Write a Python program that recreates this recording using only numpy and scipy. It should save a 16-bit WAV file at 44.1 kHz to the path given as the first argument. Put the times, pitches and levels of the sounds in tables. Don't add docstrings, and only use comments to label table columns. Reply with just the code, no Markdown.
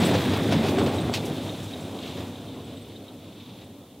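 import sys
import numpy as np
from scipy import signal
from scipy.fft import rfft, irfft, next_fast_len
from scipy.io import wavfile
from scipy.ndimage import uniform_filter1d, map_coordinates

SR = 44100
rng = np.random.default_rng(int(sys.argv[2]) if len(sys.argv) > 2 else 0)


def master_out(mix):
    frames = np.transpose(np.atleast_2d(mix))
    ceiling = np.clip(frames, -1, 1)
    pcm = np.round(ceiling * 32767).astype(np.int16)
    wavfile.write(sys.argv[1], SR, pcm)


def boost_factor(decibels):
    exponent = np.asarray(decibels, float) / 20
    return 10 ** exponent


N = 176400
T = np.arange(N) / SR

# time_s, level_db
RUMBLE_LEVEL = [(0, -22), (.12, -25), (.45, -25.5), (.62, -24), (.8, -24.5), (.9, -26.5), (1.3, -31),
                (1.7, -36.5), (1.95, -34.5), (2.2, -36), (2.32, -37.5), (2.9, -42), (3.25, -44),
                (3.55, -43.5), (3.75, -45.5), (4, -48)]
# time_s, firing_hz
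ENGINE_SPEED = [(0, 101.9), (.22, 95.3), (.45, 103.7), (.6, 98), (.76, 101.2), (.92, 95), (1.05, 108.9),
                (1.4, 108), (1.55, 101.1), (2.1, 101), (2.9, 104.1), (4, 101)]
CYLINDER_DB = [0, -2, 1, -3, 1.5, -1]
# firing_multiple, over_rumble_db, unsteadiness_db
ENGINE_ORDERS = [
    (1, -12.5, 2.5),
    (1.5, -16, 2.5),
    (3, -17, 2.2),
]
# pitch_hz, over_rumble_db, gain_db_per_s, unsteadiness_db
GEAR_MESH = [
    (271, -10.5, 1.5, 3),
    (571, -27.5, 3, 5),
    (240.7, -9.5, 0.7, 0),
    (481.4, -23.5, 2.5, 2),
]
# freq_hz, density_db
RUMBLE_SPECTRUM = [(18, -62), (30, -52), (86, -1), (221, -1.5), (321, -2), (379, -4.5), (710, -10.5),
                   (1730, -28.5), (2500, -28.5), (3250, -53), (5500, -120)]
# start_s, peak_db, pitch_hz, length_s
CHAMBER_BOOMS = [(0, -20, 187.3, 0.1), (.02, -26, 282.7, 0.21), (.14, -30, 95.4, 0.23),
                 (.26, -25, 257.5, 0.091), (.4, -29, 102.4, 0.33), (.55, -30.5, 150, 0.18),
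                 (1.2, -38, 150.5, 0.27), (.4, -35, 800, .08), (.45, -24, 220.3, 0.31),
                 (.48, -26, 160.3, 0.15), (.68, -27.5, 291.7, 0.2177), (.68, -26.5, 375.7, 0.2),
                 (.72, -23, 225.2, 0.18), (2.8, -51, 65.6, .1)]
# time_s, level_db
CLATTER_LEVEL = [(0, -35), (.2, -37), (.5, -39.5), (.82, -40.5), (1.1, -43.5), (1.45, -45), (1.78, -47.5),
                 (1.92, -50), (2.08, -43), (2.22, -49.5), (2.32, -51.5), (2.55, -51), (2.8, -53),
                 (3.2, -56), (3.4, -52), (3.52, -52), (3.64, -56.5), (3.7, -58.5), (4, -62.5)]
# center_hz, width_hz, level_db
CASING_PANELS = [(2490, 930, -4.5), (3578, 600, 4), (4530, 1640, -16), (1360, 1100, -21),
                 (6500, 2900, -16.5)]
# freq_hz, density_db
CHUTE_SPECTRUM = [(700, -33), (1400, -8), (2000, 2), (2600, 5.5), (3700, 4), (4600, 0.6), (6500, -8.5),
                  (11000, -22.5)]
# start_s, peak_db, bass_over_peak_db, treble_over_peak_db, length_s
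CASING_KNOCKS = [(.0, -22, -24, -22, 0.11), (0.132, -25, 10, -24, 0.057), (0.294, -27.5, 6.5, -23, 0.058),
                 (0.503, -22.5, 2, -20, 0.069), (0.625, -26.5, 7.5, -22, 0.071), (0.658, -30, -3, -18, .05),
                 (0.776, -29, 11.5, -15, 0.051), (0.861, -30, 8.5, -22, 0.046), (0.93, -33.5, 1, -6, 0.047),
                 (1.25, -36.5, -11, 6, 0.022), (1.4, -49, -10, 6, 0.14), (1.623, -47, -6, 7, 0.043),
                 (2.05, -38, -11, -8, 0.062), (2.163, -36, 8, -23, 0.096), (2.261, -47, 11, -6, 0.025),
                 (2.875, -49, -4, 0, 0.021), (3.608, -45.5, 5, -17, 0.038)]
# start_s, peak_db, t60_s, treble_over_peak_db
CHUTE_SLAMS = [(1.139, -29, .12, -6.5), (1.147, -34, 0.16, -12), (.92, -41, .053, -12),
               (.335, -34, 0.096, -25), (.8612, -34.5, 0.053, -25), (.137, -34, 0.046, -25),
               (.523, -30, 0.046, -14), (0.49, -35, 0.043, -16), (.684, -32.5, 0.047, -20),
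               (.784, -39, .09, -25), (1.131, -32, .04, -25)]
# freq_hz, density_db
THUD_SPECTRUM = [(200, -10), (500, 0.0), (1300, -11.5), (2300, -22.5), (3500, -43)]
# start_s, peak_db, pitch_hz, length_s
BEARING_SQUEAKS = [(.0, -34.5, 7900, 0.013), (0.039, -34, 7980, .04), (.095, -44, 7850, .035),
                   (.36, -48, 14950, .03), (.42, -53, 14850, .03), (0.774, -42, 7760, .035),
                   (0.817, -48, 8000, 0.047), (0.873, -47, 8100, 0.038), (.945, -46, 8120, 0.039),
                   (.995, -46.5, 8230, 0.038), (1.105, -46, 7750, 0.065), (1.8, -49, 7710, 0.026),
                   (2.08, -56, 7600, .04), (3.62, -63, 8000, .05), (2.538, -59, 7630, 0.024),
                   (2.638, -55.5, 7920, .03), (2.695, -60, 8000, .025), (2.76, -55, 8000, .03),
                   (2.806, -55.5, 8300, 0.041), (.685, -44, 6500, .02), (.14, -41, 6200, .02)]
# time_s, level_db
STRAW_LEVEL = [(0, -44), (.9, -51), (1.3, -52.5), (2.2, -56), (2.5, -61.5), (4, -75)]
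# freq_hz, density_db
STRAW_SPECTRUM = [(3000, -36), (5000, -1), (8000, -1), (11000, -6), (15500, -10.5)]
# start_s, peak_db, pitch_hz, t60_s
FRAME_THUMPS = [(.082, -17, 330, .04), (.114, -26, 370, .04), (.151, -18.5, 322, .05),
                (.189, -28, 400, 0.037), (.227, -23, 443, 0.036), (.404, -22, 415, 0.048),
                (.457, -20, 333, .04), (.5235, -18, 643, 0.043), (.645, -22.5, 347, .04),
                (.737, -23, 380, .04), (.783, -21, 403, .05), (.808, -16, 330, 0.033),
                (.815, -21, 445, 0.05), (.861, -18, 418, 0.034), (.881, -26, 350, .04),
                (1.057, -22.5, 458, 0.033), (1.097, -15.5, 247, 0.033), (1.178, -26, 496, 0.037),
                (1.312, -42, 453, .04), (1.954, -35, 476, 0.036), (.7846, -31, 1606, .05),
                (0.8622, -36, 1150, .03)]
# pitch_multiple, level_db
FRAME_PARTIALS = [(1, 0.5), (1.62, -9), (2.45, -13.5)]
# pitch_hz, level_db, t60_s
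FLAP_MODES = [(2050, -5, .05), (2573, -2, .05), (3144, -6, .05), (3483, -2, .05), (3941, -4, .05),
              (4382, -1, .05), (4570, 0, .04), (5168, -8, .05), (5760, -11, .05), (6191, -14, .05)]
# start_s, level_per_mode_db
FLAP_BOUNCES = [
    (1.1388, -31),
    (1.1461, -33),
    (1.153, -38),
    (1.162, -41),
    (1.172, -41),
]
# start_s, peak_db
TINE_STRIKES = [(0.9832, -20.5), (1.3643, -40), (1.491, -24), (1.5234, -32), (1.5694, -40), (1.6127, -44),
                (1.6921, -36), (1.7345, -25), (1.8512, -38), (1.9869, -26), (2.0747, -30), (2.1094, -34.5),
                (2.1694, -29), (2.3545, -31.5), (2.4813, -30.5), (2.5994, -36.5), (2.77, -34),
                (2.8384, -47), (2.9577, -34.5), (3.0799, -32.5), (3.4094, -40), (3.6137, -34)]
# pitch_hz, level_db, t60_s
GUARD_MODES = [(3134, -2, 0.029), (3666, 1.5, 0.045), (3980, -7, 0.048), (2650, -13, 0.023)]
# freq_hz, density_db
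HISS_SPECTRUM = [(35, 1), (100, -13), (600, -6), (2000, -12.5), (4500, -10), (9000, -8.5), (15700, -10)]
# freq_hz, density_db
PORT_BASS_SPECTRUM = [(20, -3), (60, -9), (300, -9), (1200, -14)]


def unit(x):
    return x / np.sqrt(np.mean(x ** 2) + 1e-20)


def along(points, hz):
    f, v = np.transpose(points)
    return boost_factor(np.interp(np.log(hz + 1), np.log(f + 1), v))


def curves(rows):
    s, *cols = np.transpose(rows)
    return [np.interp(T, s, c) for c in cols]


def wobble(rate_hz):
    return map_coordinates(rng.standard_normal(int(N * rate_hz / SR) + 4), [T * rate_hz])


def filtered(x, response):
    m = next_fast_len(N + SR // 2)
    return irfft(rfft(x, m) * response(np.fft.rfftfreq(m, 1 / SR)), m)[..., :N]


def shaped_noise(spectrum):
    return unit(filtered(rng.standard_normal(N), lambda hz: along(spectrum, hz)))


def patchy(patchy_db):
    z = signal.stft(rng.standard_normal(N), nperseg=512)[2]
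    field = uniform_filter1d(rng.standard_normal(z.shape), 5, 0)
    field = uniform_filter1d(field, 10, 1)
    return signal.istft(z * boost_factor(patchy_db * unit(field)), nperseg=512)[1][:N]


def ticks(rate_hz, spread_db):
    decay_s, size_cap = .003, 3
    count = int(rate_hz * N / SR)
    when, size = rng.random(count), rng.exponential(size=count)
    spikes = np.bincount((when * N).astype(int), boost_factor(spread_db * np.minimum(size, size_cap)), N)
    envelope = np.convolve(spikes, np.exp(-T[:SR // 50] / decay_s))[:N]
    return unit(envelope * rng.standard_normal(N))


def swells(rows, rise, jitter):
    out = np.zeros(N + SR)
    for s, db, hz, length_s in rows:
        a, u = round(s * SR), np.linspace(0, 1, round(length_s * SR))
        pitch_hz = hz * (1 + rise * (u - .5)) * jitter[a:a + len(u)]
        phase = 2 * np.pi * np.cumsum(pitch_hz) / SR
        out[a:a + len(u)] += boost_factor(db) * np.sin(np.pi * u) ** 2 * np.sin(phase)
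    return out[:N]


def drive():
    firing_drift, pulse_db, pulse_scatter_db = 0.00807, -23, 3
    rumble_db, dulling_db_per_s = -0.5, -1.5
    turns = np.cumsum(curves(ENGINE_SPEED)[0] * (1 + firing_drift * wobble(3))) / SR
    at = np.flatnonzero(np.diff(np.floor(turns)))
    scatter = np.tanh(rng.standard_normal(N // 100)[:len(at)])
    pulses = np.zeros(N)
    pulses[at] = boost_factor(np.resize(CYLINDER_DB, len(at)) + pulse_scatter_db * scatter)

    firing = boost_factor(pulse_db) * unit(uniform_filter1d(pulses, size=60))
    body = unit(filtered(firing + patchy(patchy_db=2.0), lambda hz: along(RUMBLE_SPECTRUM, hz)))
    upper = filtered(body, lambda hz: hz ** 2 / (hz ** 2 + 800 ** 2))
    body = body + (boost_factor(dulling_db_per_s * (T - 2.5)) - 1) * upper

    orders = sum(boost_factor(db + loose_db * wobble(8.23)) * np.sin(2 * np.pi * k * turns)
                 for k, db, loose_db in ENGINE_ORDERS)
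    mesh = sum(boost_factor(db + gain * (T - 0.5) + loose_db * wobble(11))
               * np.sin(2 * np.pi * hz * T + 1.68 * wobble(12))
               for hz, db, gain, loose_db in GEAR_MESH)
    level = boost_factor(curves(RUMBLE_LEVEL)[0] + 0.27 * wobble(7.9))
    return level * (boost_factor(rumble_db) * body + orders + mesh)


def chamber():
    return swells(CHAMBER_BOOMS, 0.033, 1 + 0.022 * wobble(25.1))


def panels(f):
    return sum((-1) ** k * boost_factor(db) * 1j * f * w / (c * c - f * f + 1j * f * w)
               for k, (c, w, db) in enumerate(CASING_PANELS))


def clatter():
    waves_db, wash_db = 1.2, 2.5
    near_db, near_fade_db_per_s = 0.5, -6.5
    hits = boost_factor(waves_db * wobble(14)) * ticks(1000, 1.5) + boost_factor(wash_db) * patchy(patchy_db=0.0)
    casing = unit(filtered(hits, lambda hz: panels(hz) / (1 + (hz / 6500) ** 4)))
    bare = boost_factor(1.2 * wobble(22.05)) * ticks(440, 0.81)
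    bare = unit(filtered(bare, lambda hz: along(CHUTE_SPECTRUM, hz * 1.8)))
    near = boost_factor(near_db + near_fade_db_per_s * T)
    return boost_factor(curves(CLATTER_LEVEL)[0]) * (casing + near * bare)


def knocks():
    knock_db, rise_share, slam_rise_s = -13, 0.33, .0015
    low, mid, high = np.zeros((3, N + SR))
    t = T[:SR // 4]
    for s, db, bass_db, treble_db, length_s in CASING_KNOCKS:
        u = t / (rise_share * length_s)
        for lane, lane_db in ((low, bass_db), (mid, 0), (high, treble_db)):
            lane[round(s * SR):][:len(t)] += boost_factor(db + knock_db + lane_db) * u * np.exp(1 - u)
    for s, db, t60_s, treble_db in CHUTE_SLAMS:
        for lane, lane_db in ((mid, 0), (high, treble_db)):
            decay = boost_factor(db + lane_db - 60 * t / t60_s)
            lane[round(s * SR):][:len(t)] += decay * (1 - np.exp(-t / slam_rise_s))
    rattle = 1 + 0.16 * np.abs(wobble(250))
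    thud = shaped_noise(THUD_SPECTRUM)
    steel = shaped_noise(CHUTE_SPECTRUM)
    fizz = rng.standard_normal(N) + 0.88 * ticks(1600, 1.5)
    fizz = unit(filtered(fizz, lambda hz: along(STRAW_SPECTRUM, hz)))
    return rattle * (low[:N] * thud + mid[:N] * steel + high[:N] * fizz)


def squeaks():
    return swells(BEARING_SQUEAKS, .012, 1 + .016 * wobble(260))


def straw():
    crackle = boost_factor(0.81 * wobble(19)) * (ticks(1400, 6.5) + 1.7 * patchy(patchy_db=1.2))
    return boost_factor(curves(STRAW_LEVEL)[0]) * unit(filtered(crackle, lambda hz: along(STRAW_SPECTRUM, hz)))


def thumps():
    roughness, detune, bass_cut_hz = .6, .04, 150
    out, t = np.zeros(N + SR), T[:SR // 8]
    rows = [(s, db + level_db, hz * k, t60_s)
            for s, db, hz, t60_s in FRAME_THUMPS for k, level_db in FRAME_PARTIALS]
    rows += [(s, db + level_db, hz, t60_s)
             for s, db in FLAP_BOUNCES for hz, level_db, t60_s in FLAP_MODES]
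    flutter = 1 + roughness * wobble(900)
    chances = np.tanh(rng.standard_normal((len(rows), 2)))
    for (s, db, hz, t60_s), (a, b) in zip(rows, chances):
        decay = boost_factor(db + 2 * a - 60 * t / t60_s)
        out[round(s * SR):][:len(t)] += decay * np.sin(2 * np.pi * hz * (1 + detune * b) * t)
    return filtered(out[:N] * flutter, lambda hz: (1j * hz / (bass_cut_hz + 1j * hz)) ** 2)


def strikes():
    strike_db, rise_s = -7, 0.0027
    out, t = np.zeros(N + SR), T[:SR // 12]
    chances = rng.standard_normal((len(TINE_STRIKES), 8))
    for (s, db), chance in zip(TINE_STRIKES, chances):
        ring = sum(boost_factor(level_db + 2.3 * chance[k] - 60 * t / t60_s)
                   * np.sin(2 * np.pi * hz * (1 + 0.016 * chance[-1 - k]) * t)
                   for k, (hz, level_db, t60_s) in enumerate(GUARD_MODES))
        out[round(s * SR):][:len(t)] += boost_factor(db + strike_db) * ring * (1 - np.exp(-t / rise_s))
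    return out[:N] * (1 + 0.16 * wobble(900))


def scene():
    mono = drive() + chamber() + clatter() + knocks() + squeaks() + straw() + thumps() + strikes()
    return np.array([mono, mono])


def top_cut(x):
    return signal.sosfilt(signal.butter(12, 16790, fs=SR, output="sos"), x)


def record(dry):
    hiss_db, hiss_fade_db_per_s, mismatch_db, top_hz = -55, -1, -33, 15790
    hiss = unit(filtered(rng.standard_normal((2, N)), lambda hz: along(HISS_SPECTRUM, hz)))
    own = unit(filtered(rng.standard_normal((2, N)), lambda hz: along(PORT_BASS_SPECTRUM, hz)))
    own = boost_factor(mismatch_db + curves(RUMBLE_LEVEL)[0] + 8.1 * wobble(14)) * own
    mix = dry + own + boost_factor(hiss_db + hiss_fade_db_per_s * T) * hiss
    return top_cut(filtered(mix, lambda hz: hz < top_hz))


dry = scene()
out = record(dry)
master_out(out)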